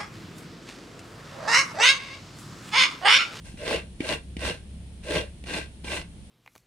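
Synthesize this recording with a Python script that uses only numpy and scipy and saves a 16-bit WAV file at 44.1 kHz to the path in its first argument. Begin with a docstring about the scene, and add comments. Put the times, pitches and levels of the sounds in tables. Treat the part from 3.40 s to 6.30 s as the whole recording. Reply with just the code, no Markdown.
"""An engine hums far off under a faint hiss; after a barely audible touch, half a coconut is pulled six times
over the toothed metal blade of a grater, under a roof on a concrete floor. Each pull swells and dies away.
Engine: sine orders; air: coloured noise. Pulls: random fibre snaps and friction noise, juddering, coloured
as rasp and spray and ringing in hollow shell and blade. Set-downs are damped thumps with clink and scuff;
torn clumps are falling chirps, squeaks are short tones. Echoes and a short tail make the shelter."""
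import sys
import numpy as np
from scipy import signal
from scipy.fft import rfft, irfft
from scipy.io import wavfile

SR = 44100
rng = np.random.default_rng(int(sys.argv[2]) if len(sys.argv) > 2 else 0)


def put_to_file(sound):
    """Save the sound as 16-bit audio at rate SR, in the file named by the first command-line argument."""
    columns = np.atleast_2d(sound).T  # one column per channel
    safe = np.clip(columns, -1, 1)
    whole_steps = np.round(safe * 32767)
    wavfile.write(sys.argv[1], SR, whole_steps.astype(np.int16))


N = 127890
T = np.arange(N) / SR


def from_db(db):
    """Amplitude ratio."""
    return 10 ** (np.asarray(db) / 20)


def rms_one(x):
    """Scales to rms 1."""
    return x / np.sqrt(np.mean(x ** 2) + 1e-20)


def at_hz(points, hz):
    """Interpolates a table over log frequency."""
    points = np.array(points)
    return np.interp(np.log(hz), np.log(points[:, 0]), points[:, 1])


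def drift(rate_hz):
    """Slow chance with spread 1: noise through a two-pole low-pass at SR / 20."""
    r = np.exp(-40 * np.pi * rate_hz / SR)
    noise = rng.standard_normal(N // 20 + 4002)
    slow = signal.lfilter([1], [1, -2 * r, r * r], noise)[4000:]  # drop the settling
    return np.interp(np.arange(N) / 20, np.arange(len(slow)), rms_one(slow))


def blip(age, rise_s):
    """Short rounded burst, peak 1 at rise_s."""
    return (age / rise_s * np.exp(1 - age / rise_s)) ** 2


def widen(pair, alike):
    """Two unrelated signals become left and right with a given likeness."""
    alike = np.clip(alike, -1, 1)
    side = np.array([[1], [-1]])
    return np.sqrt(1 + alike) * pair[0] + np.sqrt(1 - alike) * pair[1] * side


PATCHES_PER_S = 35


def colour(draws, spectrum, likeness, patchy_db):
    """Third-octave bands, neighbours fed by different draws, flickering singly if patchy; stereo, rms 1."""
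    out = 0
    edges_hz = 22 * 2 ** (np.arange(30) / 3)
    for k, (low, high) in enumerate(zip(edges_hz, edges_hz[1:])):
        hz = np.sqrt(low * high)
        if hz <= spectrum[0][0] / 2:
            continue
        sos = signal.butter(2, [low, high], "band", fs=SR, output="sos")
        band = signal.sosfilt(sos, draws[k % 2])
        flicker_db = patchy_db * drift(PATCHES_PER_S) if patchy_db else 0
        out = out + from_db(at_hz(spectrum, hz) + flicker_db) * widen(band, at_hz(likeness, hz))
    return rms_one(out)


def shape_noise(x, spectrum):
    """Finely drawn spectrum, falling away below its first point; rms 1."""
    hz = np.arange(N // 2 + 1) * SR / N + 1
    gain = from_db(at_hz(spectrum, hz)) * np.minimum(hz / spectrum[0][0], 1) ** 2
    return rms_one(irfft(rfft(x) * gain, N))


def resonate(x, modes):
    """Parallel two-pole resonances of alternating sign."""
    out = 0
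    for k, (hz, width_hz, db) in enumerate(modes):
        r = np.exp(-np.pi * width_hz / SR)
        b = [(1 - r * r) / 2, 0, (r * r - 1) / 2]
        a = [1, -2 * r * np.cos(2 * np.pi * hz / SR), r * r]
        out = out + (-1) ** k * from_db(db) * signal.lfilter(b, a, x + 1e-18)
    return out


ENGINE_HZ = 33.37
ENGINE_WAVER_DB, ENGINE_WAVER_HZ = 2, 5
# engine orders: [multiple of turning rate, relative level/dB]
ENGINE_ORDERS = [(1, -22), (2, -0.5), (3, -9.5), (4, -18.5), (5, -11), (6, -14.5)]
# engine level over time: [t/s, relative level/dB]
ENGINE_LEVEL = [(0.0, -44.5), (0.24, -58), (0.41, -43.5), (0.76, -53), (1.08, -36), (1.17, -53),
                (1.33, -43.5), (1.65, -45), (1.75, -35.5), (2.0, -49.5), (2.19, -39), (2.33, -55),
                (2.49, -39), (2.9, -52.5)]


def engine():
    """Low orders of a far engine: sines on one unsteady turning rate, each wavering in level."""
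    turns = np.cumsum(ENGINE_HZ * (1 + 0.0099 * drift(1.72))) / SR
    hum = 0
    for order, db in ENGINE_ORDERS:
        level = from_db(db + ENGINE_WAVER_DB * drift(ENGINE_WAVER_HZ))
        hum = hum + level * np.sin(2 * np.pi * (order * turns + rng.random()))
    return np.sqrt(2) * hum * from_db(np.interp(T, *np.transpose(ENGINE_LEVEL)))


AIR_DB, HISS_DB = -46.5, -61.5
# outdoor air: [f/Hz, relative level/dB per Hz]
AIR_SPECTRUM = [(25, -9), (50, -6), (80, -9.5), (125, -12), (190, -11), (290, -19.5), (400, -24.5),
                (620, -29.5), (1140, -39), (3400, -34), (7000, -49), (9000, -72)]
# outdoor air: [f/Hz, left-right likeness]
AIR_LIKENESS = [(60, 0.82), (290, 0.97), (640, 0.34), (1400, 0), (12000, 0.053)]
# faint hiss: [f/Hz, relative level/dB per Hz]
HISS_SPECTRUM = [(5000, -18), (7600, -13), (8900, -5), (9900, -4.5), (10900, -26), (15500, -36)]


def outdoor_air():
    """Steady noise: low air, much alike in both ears at the bottom, plus a treble hiss unrelated left and right."""
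    air = colour(rng.standard_normal((2, 2, N)), AIR_SPECTRUM, AIR_LIKENESS, 0)
    hiss = shape_noise(rng.standard_normal((2, N)), HISS_SPECTRUM)
    return from_db(AIR_DB) * air + from_db(HISS_DB) * hiss


BITE_S, CREST_S = 0.017, 0.026  # teeth take hold; rounding of the crest


def pull(bite_s, crest_s, rise_db_per_s, fall_db_per_s):
    """Force of one stroke: the teeth bite, the pull swells to a rounded crest and dies away."""
    away_s = np.hypot(T - crest_s, CREST_S) - CREST_S
    slope = np.where(T < crest_s, rise_db_per_s, fall_db_per_s)
    return np.clip((T - bite_s) / BITE_S, 0, 1) * from_db(-away_s * slope)


TEARS_PER_S, TEAR_SPREAD_DB, SMOOTH_SHARE = 1800, 4, 0.3


def tears():
    """Fibres snap at random, with uneven sizes, over smooth friction; two draws of two signals."""
    happens = rng.random(N) < TEARS_PER_S / SR
    sizes = from_db(TEAR_SPREAD_DB * np.minimum(rng.exponential(1, N), 4)) * happens
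    snaps = rms_one(sizes * rng.choice([-1, 1], (2, 2, N)))
    return snaps + SMOOTH_SHARE * rng.standard_normal((2, 2, N))


CRACKS_PER_S, CRACK_SPREAD_DB = 170, 6.5
# stiff fibres: [f/Hz, relative level/dB per Hz]
CRACK_SPECTRUM = [(900, -1.5), (2000, 1.5), (4200, -1.5), (6500, -15), (9000, -5), (11000, -22),
                  (15500, -24)]


def cracks():
    """Single stiff fibres snap: sparse, sharp, of uneven size; rms 1."""
    happens = rng.random(N) < CRACKS_PER_S / SR
    sizes = from_db(CRACK_SPREAD_DB * np.minimum(rng.exponential(1, N), 2.5)) * happens
    return shape_noise(widen(sizes * rng.choice([-1, 1], (2, N)), 0.71), CRACK_SPECTRUM)


JUDDER_HZ, JUDDER_DB, HOLLOW_JUDDER_DB = 138, 2.0, 3.5
# relative layer levels
RASP_DB, CRACKS_DB, SPRAY_DB, HOLLOW_DB, RING_DB, THUD_DB = -1.5, -13, -11, -1, -2.5, -37.5
RASP_PATCHY_DB = 0.5  # colour shifts as different teeth cut
SPRAY_RISE, SPRAY_FALL = 0.75, 1.01  # slopes relative to the pull's
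HOLLOW_POWER, HOLLOW_LEAD_S = 1.065, 0.0042  # speaks most under the hardest pull, crests early
THUD_LAG_S = 0.023  # the seat gives after the hardest pull
CATCH_RISE_S = 0.002
HOLLOW_LIKENESS, RING_LIKENESS = 1, 0.52
# strokes: [bite t/s, hardest pull t/s, relative level/dB, rise/(dB/s), fall/(dB/s),
#           hollow ring/dB and fine spray/dB re stroke, thud relative level/dB]
STROKES = [(0.034, 0.073, -53.5, 120, 200, -13, 11, -12), (0.167, 0.33, -30, 149, 286, 2.5, -2.5, -2.5),
           (0.588, 0.716, -28.5, 232, 423, -2, -1.5, -1), (0.978, 1.075, -30, 273, 299, -3.5, 0, -2.5),
           (1.623, 1.762, -30, 193, 310, 3.5, 0, 1), (2.053, 2.167, -32, 142, 306, -5.5, -0.5, -5),
           (2.433, 2.557, -32, 163, 388, -4.5, 2, -13)]
# brief changes of force as teeth catch or slip: [t/s, change of force/dB]
CATCHES = [(0.278, 7), (0.31, 3), (0.325, -0.5), (0.685, -3), (.714, -3), (0.991, 8), (1.047, 7),
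           (1.104, 2), (1.706, 9), (1.718, 4.5), (1.744, 6), (1.806, 7), (2.068, 3), (2.142, 0),
           (2.205, 5.5), (2.519, 5), (2.614, 7)]
# tearing flesh: [f/Hz, relative level/dB per Hz]
RASP_SPECTRUM = [(120, -2), (330, 4), (800, -4), (1100, -6), (1300, -2.5), (1600, -7.5), (2400, -3.5),
                 (3300, -5.5), (4600, -6), (6200, -21), (9000, -18.5), (15000, -46)]
# tearing flesh: [f/Hz, left-right likeness]
RASP_LIKENESS = [(100, 0.57), (400, 1), (650, 0.8), (900, 0.05), (1600, 0.62), (2500, 0.98), (4000, 0.17),
                 (12000, 0.2)]
# fine spray: [f/Hz, relative level/dB per Hz]
SPRAY_SPECTRUM = [(3000, -17), (5000, -5.5), (7700, -7), (8800, 0), (9600, -5.5), (10600, -22),
                  (12500, -20), (15500, -32)]
# air in the shell: [f/Hz, width/Hz, relative level/dB]
HOLLOW_MODES = [(315, 35, -9), (450, 80, -4), (503, 35, -3), (571, 36, 1), (630, 50, -4)]
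# shell wall and blade: [f/Hz, width/Hz, relative level/dB]
RING_MODES = [(846, 40, -10), (1025, 70, -6), (1588, 32, 3), (1930, 36, -3), (2012, 45, -5), (2174, 40, -5),
              (2398, 36, -3), (2506, 45, -5), (2617, 45, -2), (2800, 80, -1), (3565, 110, -9),
              (4220, 50, -10)]
# grater's seat: [f/Hz, width/Hz, relative level/dB]
SEAT_MODES = [(56, 14, 1), (105, 21, -3), (162.7, 16.5, -2)]


def grating():
    """The juddering strokes drive the rasp, snaps, fine spray, the shell's rings and a thud in the grater's seat."""
    force = hollow = spray = thud = 0
    for bite, crest, db, rise, fall, hollow_db, spray_db, thud_db in STROKES:
        force = force + pull(bite, crest, rise, fall) * from_db(db)
        hollow_pull = pull(bite + BITE_S, crest - HOLLOW_LEAD_S, rise, fall)
        hollow = hollow + hollow_pull ** HOLLOW_POWER * from_db(db + hollow_db)
        spray_pull = pull(bite, crest, rise * SPRAY_RISE, fall * SPRAY_FALL)
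        spray = spray + spray_pull * from_db(db + spray_db)
        thud = thud + pull(bite, crest + THUD_LAG_S, rise, fall) * from_db(thud_db)
    catch = from_db(sum(db * blip(np.maximum(T - s, 0), CATCH_RISE_S) for s, db in CATCHES))

    judder = rms_one(from_db(JUDDER_DB * drift(JUDDER_HZ)))
    crunch = tears() * judder
    lumps = tears()[0] * judder * from_db(HOLLOW_JUDDER_DB * drift(JUDDER_HZ))
    grains = crunch[0] + 2.9 * rng.standard_normal((2, N))

    rasp = colour(crunch, RASP_SPECTRUM, RASP_LIKENESS, RASP_PATCHY_DB)
    cutting = from_db(RASP_DB) * rasp + from_db(CRACKS_DB) * cracks()
    ring = rms_one(resonate(widen(tears()[0] * judder, RING_LIKENESS), RING_MODES))
    hollow_ring = rms_one(resonate(widen(lumps, HOLLOW_LIKENESS), HOLLOW_MODES))
    fine_spray = shape_noise(widen(grains, 0.1), SPRAY_SPECTRUM)
    seat = rms_one(resonate(widen(rng.standard_normal((2, N)), 0.9), SEAT_MODES))
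    return (force * catch * cutting
            + force * from_db(RING_DB) * ring
            + hollow * catch * from_db(HOLLOW_DB) * hollow_ring
            + spray * from_db(SPRAY_DB) * fine_spray
            + thud * from_db(THUD_DB) * seat)


KNOCK_T60_S, KNOCK_ATTACK_S = 0.018, 0.0022
CONTACT_RISE_S = 0.0013  # cushioned by the flesh
# shell set on the blade: [t/s, thump relative level/dB, thump f/Hz, clink relative level/dB,
#                          scuff relative level/dB]
KNOCKS = [(0.141, -26, 185, -60, -57), (0.6038, -11.5, 272, -27, -37), (0.966, -19.5, 220, -37.5, -37.5),
          (2.038, -33, 244, -43, -42), (2.443, -29.5, 257, -52, -37.5)]
# blade clink: [f/Hz, width/Hz, relative level/dB]
CLINK_MODES = [(1900, 72, -3), (2320, 114, 2.5), (2950, 130, -3.5), (4670, 240, -23.5)]
# flesh scuff: [f/Hz, relative level/dB per Hz]
SCUFF_SPECTRUM = [(400, 13), (1200, -10), (3000, 5), (5000, -6), (7000, -12), (9000, -5), (11000, -20),
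                  (15000, -32)]


def knocks():
    """A soft, quickly damped thump, with a clink from the blade and a scuff of flesh."""
    thumps = clinks = scuffs = 0
    for s, db, hz, clink_db, scuff_db in KNOCKS:
        age = np.maximum(T - s, 0)
        attack = 1 - np.exp(-(age / KNOCK_ATTACK_S) ** 2)
        decay = from_db(db - 60 * age / KNOCK_T60_S)
        thumps = thumps + 2 * decay * attack * np.sin(2 * np.pi * hz * age)
        clinks = clinks + from_db(clink_db) * blip(age, CONTACT_RISE_S)
        scuffs = scuffs + from_db(scuff_db) * blip(age, 2 * CONTACT_RISE_S)
    grit = widen(rng.standard_normal((2, N)), RING_LIKENESS)
    scuff_noise = shape_noise(widen(rng.standard_normal((2, N)), RING_LIKENESS), SCUFF_SPECTRUM)
    return thumps + 6 * resonate(clinks * grit, CLINK_MODES) + scuffs * scuff_noise


RIP_FROM_HZ, RIP_TO_HZ, RIP_GLIDE_S, RIP_RISE_S = 3820, 417, 0.001314, 0.0018
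# a tooth rips through a wet clump: [t/s, level/dB]
RIPS = [(.3093, -23), (.327, -25), (.7155, -26), (1.050, -25), (1.7505, -25), (1.765, -26), (2.145, -30)]


def rips():
    """Short chirps that fall exponentially from the blade's pitch to the hollow's."""
    out = 0
    for s, db in RIPS:
        age = np.maximum(T - s, 0)
        glide_turns = (RIP_FROM_HZ - RIP_TO_HZ) * RIP_GLIDE_S * (1 - np.exp(-age / RIP_GLIDE_S))
        turns = RIP_TO_HZ * age + glide_turns
        out = out + from_db(db) * blip(age, RIP_RISE_S) * np.sin(2 * np.pi * turns)
    return out


SQUEAK_RISE_S = 0.0039
# flesh sticks, blade squeaks: [t/s, level/dB, f/Hz]
SQUEAKS = [(0.342, -25, 2774), (.357, -29, 2817), (0.39, -35, 2710), (.733, -26, 2780), (1.107, -28, 2796),
           (1.780, -29, 3270), (2.479, -34.5, 2364), (2.561, -31, 2750)]


def squeaks():
    """Stick and slip keeps one unsteady note of the blade going for a few milliseconds."""
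    clock_s = np.cumsum(1 + 0.0232 * drift(245)) / SR
    out = 0
    for s, db, hz in SQUEAKS:
        burst = blip(np.maximum(T - s, 0), SQUEAK_RISE_S)
        out = out + from_db(db) * burst * np.sin(2 * np.pi * hz * clock_s)
    return out


NOTCH_HZ, NOTCH_Q, NOTCH_DEPTH = 1273, 6.6, 0.71  # depth: share of the band lost


def shell_colour(x):
    """The open shell swallows a narrow band of everything that sounds in it."""
    notched = signal.lfilter(*signal.iirnotch(NOTCH_HZ, NOTCH_Q, fs=SR), x)
    return (1 - NOTCH_DEPTH) * x + NOTCH_DEPTH * notched


def delayed(x, left_s, right_s):
    """Delays each ear by whole samples."""
    lags_s = [round(s * SR) / SR for s in (left_s, right_s)]
    return np.array([np.interp(T - s, T, side, left=0) for side, s in zip(x, lags_s)])


REFLECT_FROM_HZ = 2900  # small surfaces reflect only the treble
# floor, tub and posts: [left delay t/s, right delay t/s, level/dB]
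ECHOES = [(.0031, 0.0048, -8), (.0057, 0.008, -18), (.0089, 0.012, -17.5), (0.0154, .0132, -27)]


def echoes(x):
    """Floor, tub and posts throw the treble back as separate delays."""
    high_pass = signal.butter(2, REFLECT_FROM_HZ, "high", fs=SR, output="sos")
    bright = signal.sosfilt(high_pass, x)
    return sum(from_db(db) * delayed(bright, left, right) for left, right, db in ECHOES)


ROOM_T60_S, ROOM_DB, ROOM_LOW_HZ, ROOM_CUT_HZ = 0.15, -5, 406, 3600


def room(x):
    """A short, dull and thin tail from floor and roof: decaying noise, different in each ear."""
    age = T[:SR // 2]
    tail = rng.standard_normal((2, len(age))) * from_db(-60 * age / ROOM_T60_S) * (age > 0.004)
    tail = tail / np.sqrt(np.sum(tail ** 2) / 2)  # mean energy per ear 1
    band_pass = signal.butter(1, [ROOM_LOW_HZ, ROOM_CUT_HZ], "band", fs=SR, output="sos")
    tail = signal.sosfilt(band_pass, tail)
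    return from_db(ROOM_DB) * signal.fftconvolve(x, tail, axes=1)[:, :N]


RIGHT_LAG_SAMPLES = 2


def scene():
    """The coconut in its shelter, a little nearer the left ear, over engine, outdoor air and hiss."""
    shell = shell_colour(grating() + knocks() + rips() + squeaks())
    coconut = delayed(shell, 0, RIGHT_LAG_SAMPLES / SR)
    return engine() + outdoor_air() + coconut + echoes(coconut) + room(coconut)


CUTOFF_HZ = 15600


def record(dry):
    """Steep elliptic low-pass cuts the top."""
    return signal.sosfilt(signal.ellip(10, 0.1, 80, CUTOFF_HZ, fs=SR, output="sos"), dry)


dry = scene()
out = record(dry)
put_to_file(out)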